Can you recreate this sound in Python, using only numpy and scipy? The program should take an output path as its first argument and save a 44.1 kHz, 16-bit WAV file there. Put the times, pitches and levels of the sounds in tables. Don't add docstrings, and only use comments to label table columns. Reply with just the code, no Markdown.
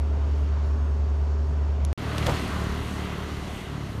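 import sys
import numpy as np
from scipy import signal
from scipy.fft import rfft, irfft
from scipy.io import wavfile
from scipy.ndimage import uniform_filter1d

SR = 44100
rng = np.random.default_rng(int(sys.argv[2]) if len(sys.argv) > 2 else 0)


def transcribe(signal):
    frames = np.atleast_2d(signal).T
    limited = np.clip(frames, -1, 1)
    pcm = np.round(limited * 32767).astype(np.int16)
    wavfile.write(sys.argv[1], SR, pcm)


N = 176400
T = np.arange(N) / SR
PASS_S, PASS_WIDTH_S = 2.323, 0.11

# frequency_hz, relative_db
IMPACT_SPECTRUM = [(300, -8), (1000, 0), (2000, -1), (3500, -2), (7000, -9), (13500, -18)]


def undb(db):
    return 10 ** (np.asarray(db) / 20)


def curve(rows):
    return np.interp(T, *np.array(rows).T)


def walk(rate_hz):
    hold = int(SR / rate_hz)
    steps = np.repeat(rng.standard_normal(N // hold + 1), hold)
    return 1.3 * uniform_filter1d(uniform_filter1d(steps, hold), hold)[:N]


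def colour(x, spectrum):
    hz, db = np.array(spectrum, float).T
    bins_hz = np.maximum(np.arange(N + 1) * SR / (2 * N), 1)
    gain = undb(np.interp(np.log(bins_hz), np.log(hz), db))
    cepstrum = irfft(np.log(gain))
    cepstrum[1:N] *= 2
    cepstrum[N + 1:] = 0
    y = irfft(rfft(x, 2 * N) * np.exp(rfft(cepstrum)))[:N]
    return y / np.std(y)


def noise(spectrum, flicker_db=1.0):
    white = rfft(rng.standard_normal(N))
    bins_hz = np.arange(N // 2 + 1) * SR / N
    octave = np.clip(np.log2(np.maximum(bins_hz, 1) / 60), 0, 8).astype(int)
    bands = (irfft(white * (octave == k), N) * undb(flicker_db * walk(12)) for k in np.unique(octave))
    return colour(sum(bands), spectrum)


def swell(at, width):
    return np.exp(-.5 * ((T - at) / width) ** 2)


def swells(rows):
    return sum(undb(db) * swell(at, width) for at, width, db in rows)


def strike(at, decay):
    return (T >= at) * np.exp(-np.abs(T - at) / decay)


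def low_pass(x, hz):
    return signal.sosfilt(signal.ellip(10, .2, 70, hz, fs=SR, output="sos"), x)


def hum(hz, harmonics, crest_s=.027, drift_cycles=.14, waver_db=2.5):
    cycles = hz * (T - crest_s)
    out = 0
    for k, db in harmonics:
        unsteady = min(k * hz / 200, 1) ** 2
        phase = k * cycles + unsteady * drift_cycles * walk(4.05)
        rms = undb(db + unsteady * waver_db * walk(6.21))
        out = out + rms * np.sqrt(2) * np.cos(2 * np.pi * phase)
    return out


def far_engines(firing_hz=36.4, shaft_hz=12.55, whine_hz=233.6, whine_db=-51.5):
    # multiple_of_firing_rate, level_db
    drone = [(2, -23), (4, -49.5), (5, -49.5), (15, -57)]
    # multiple_of_shaft_rate, level_db
    idle = [(4, -53.5), (5, -40), (8, -50), (9, -48), (10, -57), (11, -57), (20, -58), (22, -53), (31, -52),
            (32, -56), (34, -55.5), (35, -56.5)]
    return hum(firing_hz, drone) + hum(shaft_hz, idle) + hum(whine_hz, [(1, whine_db)])


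def distant_rush():
    # frequency_hz, relative_db
    spectrum = [(25, -17.5), (55, 0), (100, -5), (170, -7.5), (250, -8), (330, -9.5), (410, -8.5),
                (490, -13.5), (690, -11), (790, -16.5), (930, -13), (1400, -19.5), (2000, -27), (3000, -30),
                (4200, -35), (4600, -31.5), (4950, -38.5), (5400, -33), (6000, -38), (6600, -36.5),
                (8000, -45.5), (11000, -55.5), (13000, -55.5)]
    # time_s, level_db
    levels = [(0, -40), (.5, -38.5), (.85, -39.5), (1.1, -39.5), (1.45, -40), (1.7, -39.5), (1.9, -38.5)]
    return undb(curve(levels)) * noise(spectrum)


def sizzles():
    # peak_s, width_s, level_db
    hisses = [(.39, .05, -73), (.68, .04, -71)]
    # frequency_hz, relative_db
    spectrum = [(4000, -25), (7500, -4), (9500, 0), (11500, 0), (13000, -12)]
    return noise(spectrum) * swells(hisses)


def whistles(bandwidth_hz=380):
    # peak_s, width_s, pitch_hz, glide_hz_per_s, level_db
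    tones = [(.86, .07, 6450, 0, -68.5), (2.13, .035, 4520, 3000, -56), (2.38, .035, 4200, -4000, -49.5),
             (2.38, .03, 4880, -4000, -52.5)]
    out = 0
    for at, width, hz, glide, db in tones:
        phase = 2 * np.pi * (T - at) * (hz + glide * (T - at) / 2)
        band = walk(bandwidth_hz) * np.cos(phase) + walk(bandwidth_hz) * np.sin(phase)
        out = out + undb(db) * swell(at, width) * band
    return out


def wind_thumps(hz=72):
    # peak_s, width_s, level_db
    gusts = [(1.515, .014, -29), (1.83, .045, -33.5)]
    buffet = noise([(hz / 4, -25), (hz, 0), (hz * 2, -6), (hz * 16, -60), (14000, -90)])
    return buffet * swells(gusts)


def tick():
    # frequency_hz, relative_db
    spectrum = [(800, -25), (2500, -9), (3900, -4), (5000, -9), (6700, 0), (8000, -5), (10000, -7),
                (12500, -17), (14000, -30)]
    return colour(rng.standard_normal(N), spectrum) * strike(at=1.85, decay=.0005) * undb(-23.5)


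def firing_cycles(in_phase_s=1.999):
    # time_s, firing_rate_hz
    rates = [(1.9, 37.8), (2.1, 37.8), (2.34, 37.2), (2.55, 37.0), (3.63, 37.05), (3.75, 35.5), (4.0, 34.6)]
    cycles = np.cumsum(curve(rates)) / SR
    return cycles - np.interp(in_phase_s, T, cycles)


def firing_pulses(cycles, jitter_s=.0003, scatter_db=1.5):
    firings = np.flatnonzero(np.diff(np.floor(cycles)))
    late, size = rng.standard_normal((len(firings), 2)).T
    onsets = np.clip(firings + (late * jitter_s * SR).astype(int), 0, N - 1)
    pulses = np.zeros(N)
    pulses[onsets] = undb(scatter_db * size)
    return pulses - pulses.mean()


def exhaust(cycles, cruise_from_s=2.38, cruise_to_s=3.64, load_change_s=.063):
    # time_s, level_db
    effort = [(1.98, -36.5), (2.14, -29), (2.3, -25), (2.42, -34.5), (2.65, -28), (2.85, -32),
              (2.95, -34.5), (3.3, -32.5), (3.45, -35), (3.62, -39), (3.75, -34), (3.87, -35.5), (4.0, -36)]
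    # frequency_hz, relative_db
    loaded = [(20, -53), (37, -19), (72, 5), (110, 4.5), (145, 2.5), (185, -6), (230, -11.5), (350, -20.5),
              (600, -20), (1500, -55)]
    # frequency_hz, relative_db
    cruising = [(20, -61), (37, -14), (74, 3.5), (111, -2.5), (148, -3), (185, -3), (222, -12),
                (310, -25.5), (407, -11), (500, -26.5), (1500, -52)]
    # peak_s, width_s, resonance_hz, level_db
    booms = [(2.925, 0.03, 200, -33.5), (3.12, 0.13, 165, -41), (3.783, 0.044, 145.3, -36.5),
             (3.953, 0.06, 104, -37)]
    pulses = firing_pulses(cycles)
    cruise = np.clip(np.minimum(T - cruise_from_s, cruise_to_s - T) / load_change_s + .5, 0, 1)
    chug = cruise * colour(pulses, cruising) + (1 - cruise) * colour(pulses, loaded)
    pipe = undb(curve(effort)) * chug
    flow = pulses / np.std(pulses) + .58 * rng.standard_normal(N)
    edge = 1.26
    for at, width, hz, db in booms:
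        resonance = [(hz / edge ** 4, -30), (hz / edge, -10), (hz, 0),
                     (hz * edge, -10), (hz * edge ** 4, -30), (14000, -80)]
        pipe = pipe + undb(db) * swell(at, width) * colour(flow, resonance)
    return -pipe


def tyre_hiss(shade_hz=5000, shade_db=-2):
    # frequency_hz, relative_db
    spectrum = [(300, -25), (560, -7), (710, -2), (820, -4.5), (1050, 0), (1300, -.5), (1430, -4),
                (1550, -3), (1720, -6.5), (1980, -3.5), (2350, -9.5), (2800, -7), (3300, -9.5), (3650, -12),
                (4400, -13.5), (4950, -19.5), (6700, -20), (7500, -25), (9000, -25), (10500, -30),
                (13500, -38)]
    # time_s, level_db
    levels = [(1.98, -40), (2.12, -36), (2.29, -33.5), (2.42, -36), (2.62, -35.5), (2.85, -39.5),
              (3.0, -38), (3.2, -40.5), (3.55, -40.5), (3.75, -43.5), (4.0, -45.5)]
    hiss = noise(spectrum)
    treble = signal.sosfiltfilt(signal.butter(2, shade_hz, "high", fs=SR, output="sos"), hiss)
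    approach = np.clip((PASS_S - T) / PASS_WIDTH_S, 0, 1)
    return (hiss + treble * (undb(shade_db * approach) - 1)) * undb(curve(levels))


def road_roar(cycles, nearest_db=-31.5, fall_db_per_decade=5.5, pulse_depth=.056):
    # frequency_hz, relative_db
    spectrum = [(22, -12), (50, 5), (130, 1.5), (260, 0), (420, -4), (510, -10.5), (650, -9.5),
                (900, -18.5), (2000, -38)]
    distance = np.hypot(1, (T - PASS_S) / PASS_WIDTH_S)
    gain = undb(nearest_db - fall_db_per_decade * np.log10(distance))
    pulsing = 1 + pulse_depth * np.cos(2 * np.pi * cycles)
    return noise(spectrum) * gain * pulsing


def grit(grains_per_s=3000, spread_db=2, level_db=-43):
    hits = rng.random(N) < grains_per_s / SR
    sizes = undb(spread_db * np.minimum(rng.exponential(1, N), 4))
    grains = hits * sizes * rng.choice([-1, 1], N)
    return colour(grains, IMPACT_SPECTRUM) * undb(level_db) * swell(PASS_S, width=.11)


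def rattles(tail_db=-19, tail_s=.027):
    # start_s, level_db, decay_s
    impacts = [(2.1812, -25, .002), (2.2632, -27.5, .003), (2.2672, -26, .004), (2.2935, -32.5, .005)]
    envelope = sum(undb(db) * (strike(at, decay) + undb(tail_db) * strike(at, tail_s))
                   for at, db, decay in impacts)
    return noise(IMPACT_SPECTRUM) * envelope


def clack():
    # frequency_hz, relative_db
    spectrum = [(500, -16), (1800, -6), (2700, 0), (3600, -11), (5000, -22), (14000, -36)]
    return noise(spectrum) * undb(-33.5) * strike(at=2.2255, decay=.008)


def bump(at=2.289, width_s=.019, level_db=-26, tail_db=-9, tail_s=.05):
    # frequency_hz, relative_db
    spectrum = [(40, -12), (70, 0), (130, 0), (250, -4), (380, -5), (470, -3), (680, -4), (780, -9),
                (950, -8), (1300, -18), (3000, -32), (14000, -65)]
    # pitch_hz, level_db, decay_s
    modes = [(74.2, -24, .03), (118, -28, 0.017)]
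    # start_s, gain_db
    bounces = [(2.282, -1), (2.322, -1)]
    envelope = np.maximum(swell(at, width_s), undb(tail_db) * swell(at + width_s, tail_s))
    thud = noise(spectrum) * undb(level_db) * envelope
    ring = sum(undb(db + gain_db) * strike(start, decay) * np.sin(2 * np.pi * hz * (T - start))
               for start, gain_db in bounces for hz, db, decay in modes)
    return thud + ring


def facades(x, echo_db=-14, decay_s=.032):
    response = rng.standard_normal(N) * strike(0, decay_s)
    echo = signal.fftconvolve(x, response)[:N]
    echo *= np.std(x) / np.std(echo)
    wet = undb(echo_db) * np.clip((T - PASS_S) / PASS_WIDTH_S, 0, 1)
    return (x + wet * echo) / np.hypot(1, wet)


def swishes():
    # peak_s, width_s, level_db
    hisses = [(2.6, 0.018, -52), (2.93, 0.062, -56), (3.57, 0.058, -53.5)]
    # frequency_hz, relative_db
    spectrum = [(1500, -18), (4500, -3), (6500, 3), (9000, -2), (13500, -9)]
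    return noise(spectrum) * swells(hisses)


def scene(first_ends_s=1.929, second_starts_s=1.976):
    distant = far_engines() + distant_rush() + sizzles() + wind_thumps() + tick()
    first = (T < first_ends_s) * low_pass(distant, hz=13100)
    cycles = firing_cycles()
    rolling = tyre_hiss() + road_roar(cycles) + grit()
    jolts = rattles() + clack() + bump()
    second = (T > second_starts_s) * (facades(exhaust(cycles)) + rolling + jolts + swishes())
    return (first + second + whistles())[None]


def record(dry):
    return low_pass(dry, hz=14000)


dry = scene()
out = record(dry)
transcribe(out)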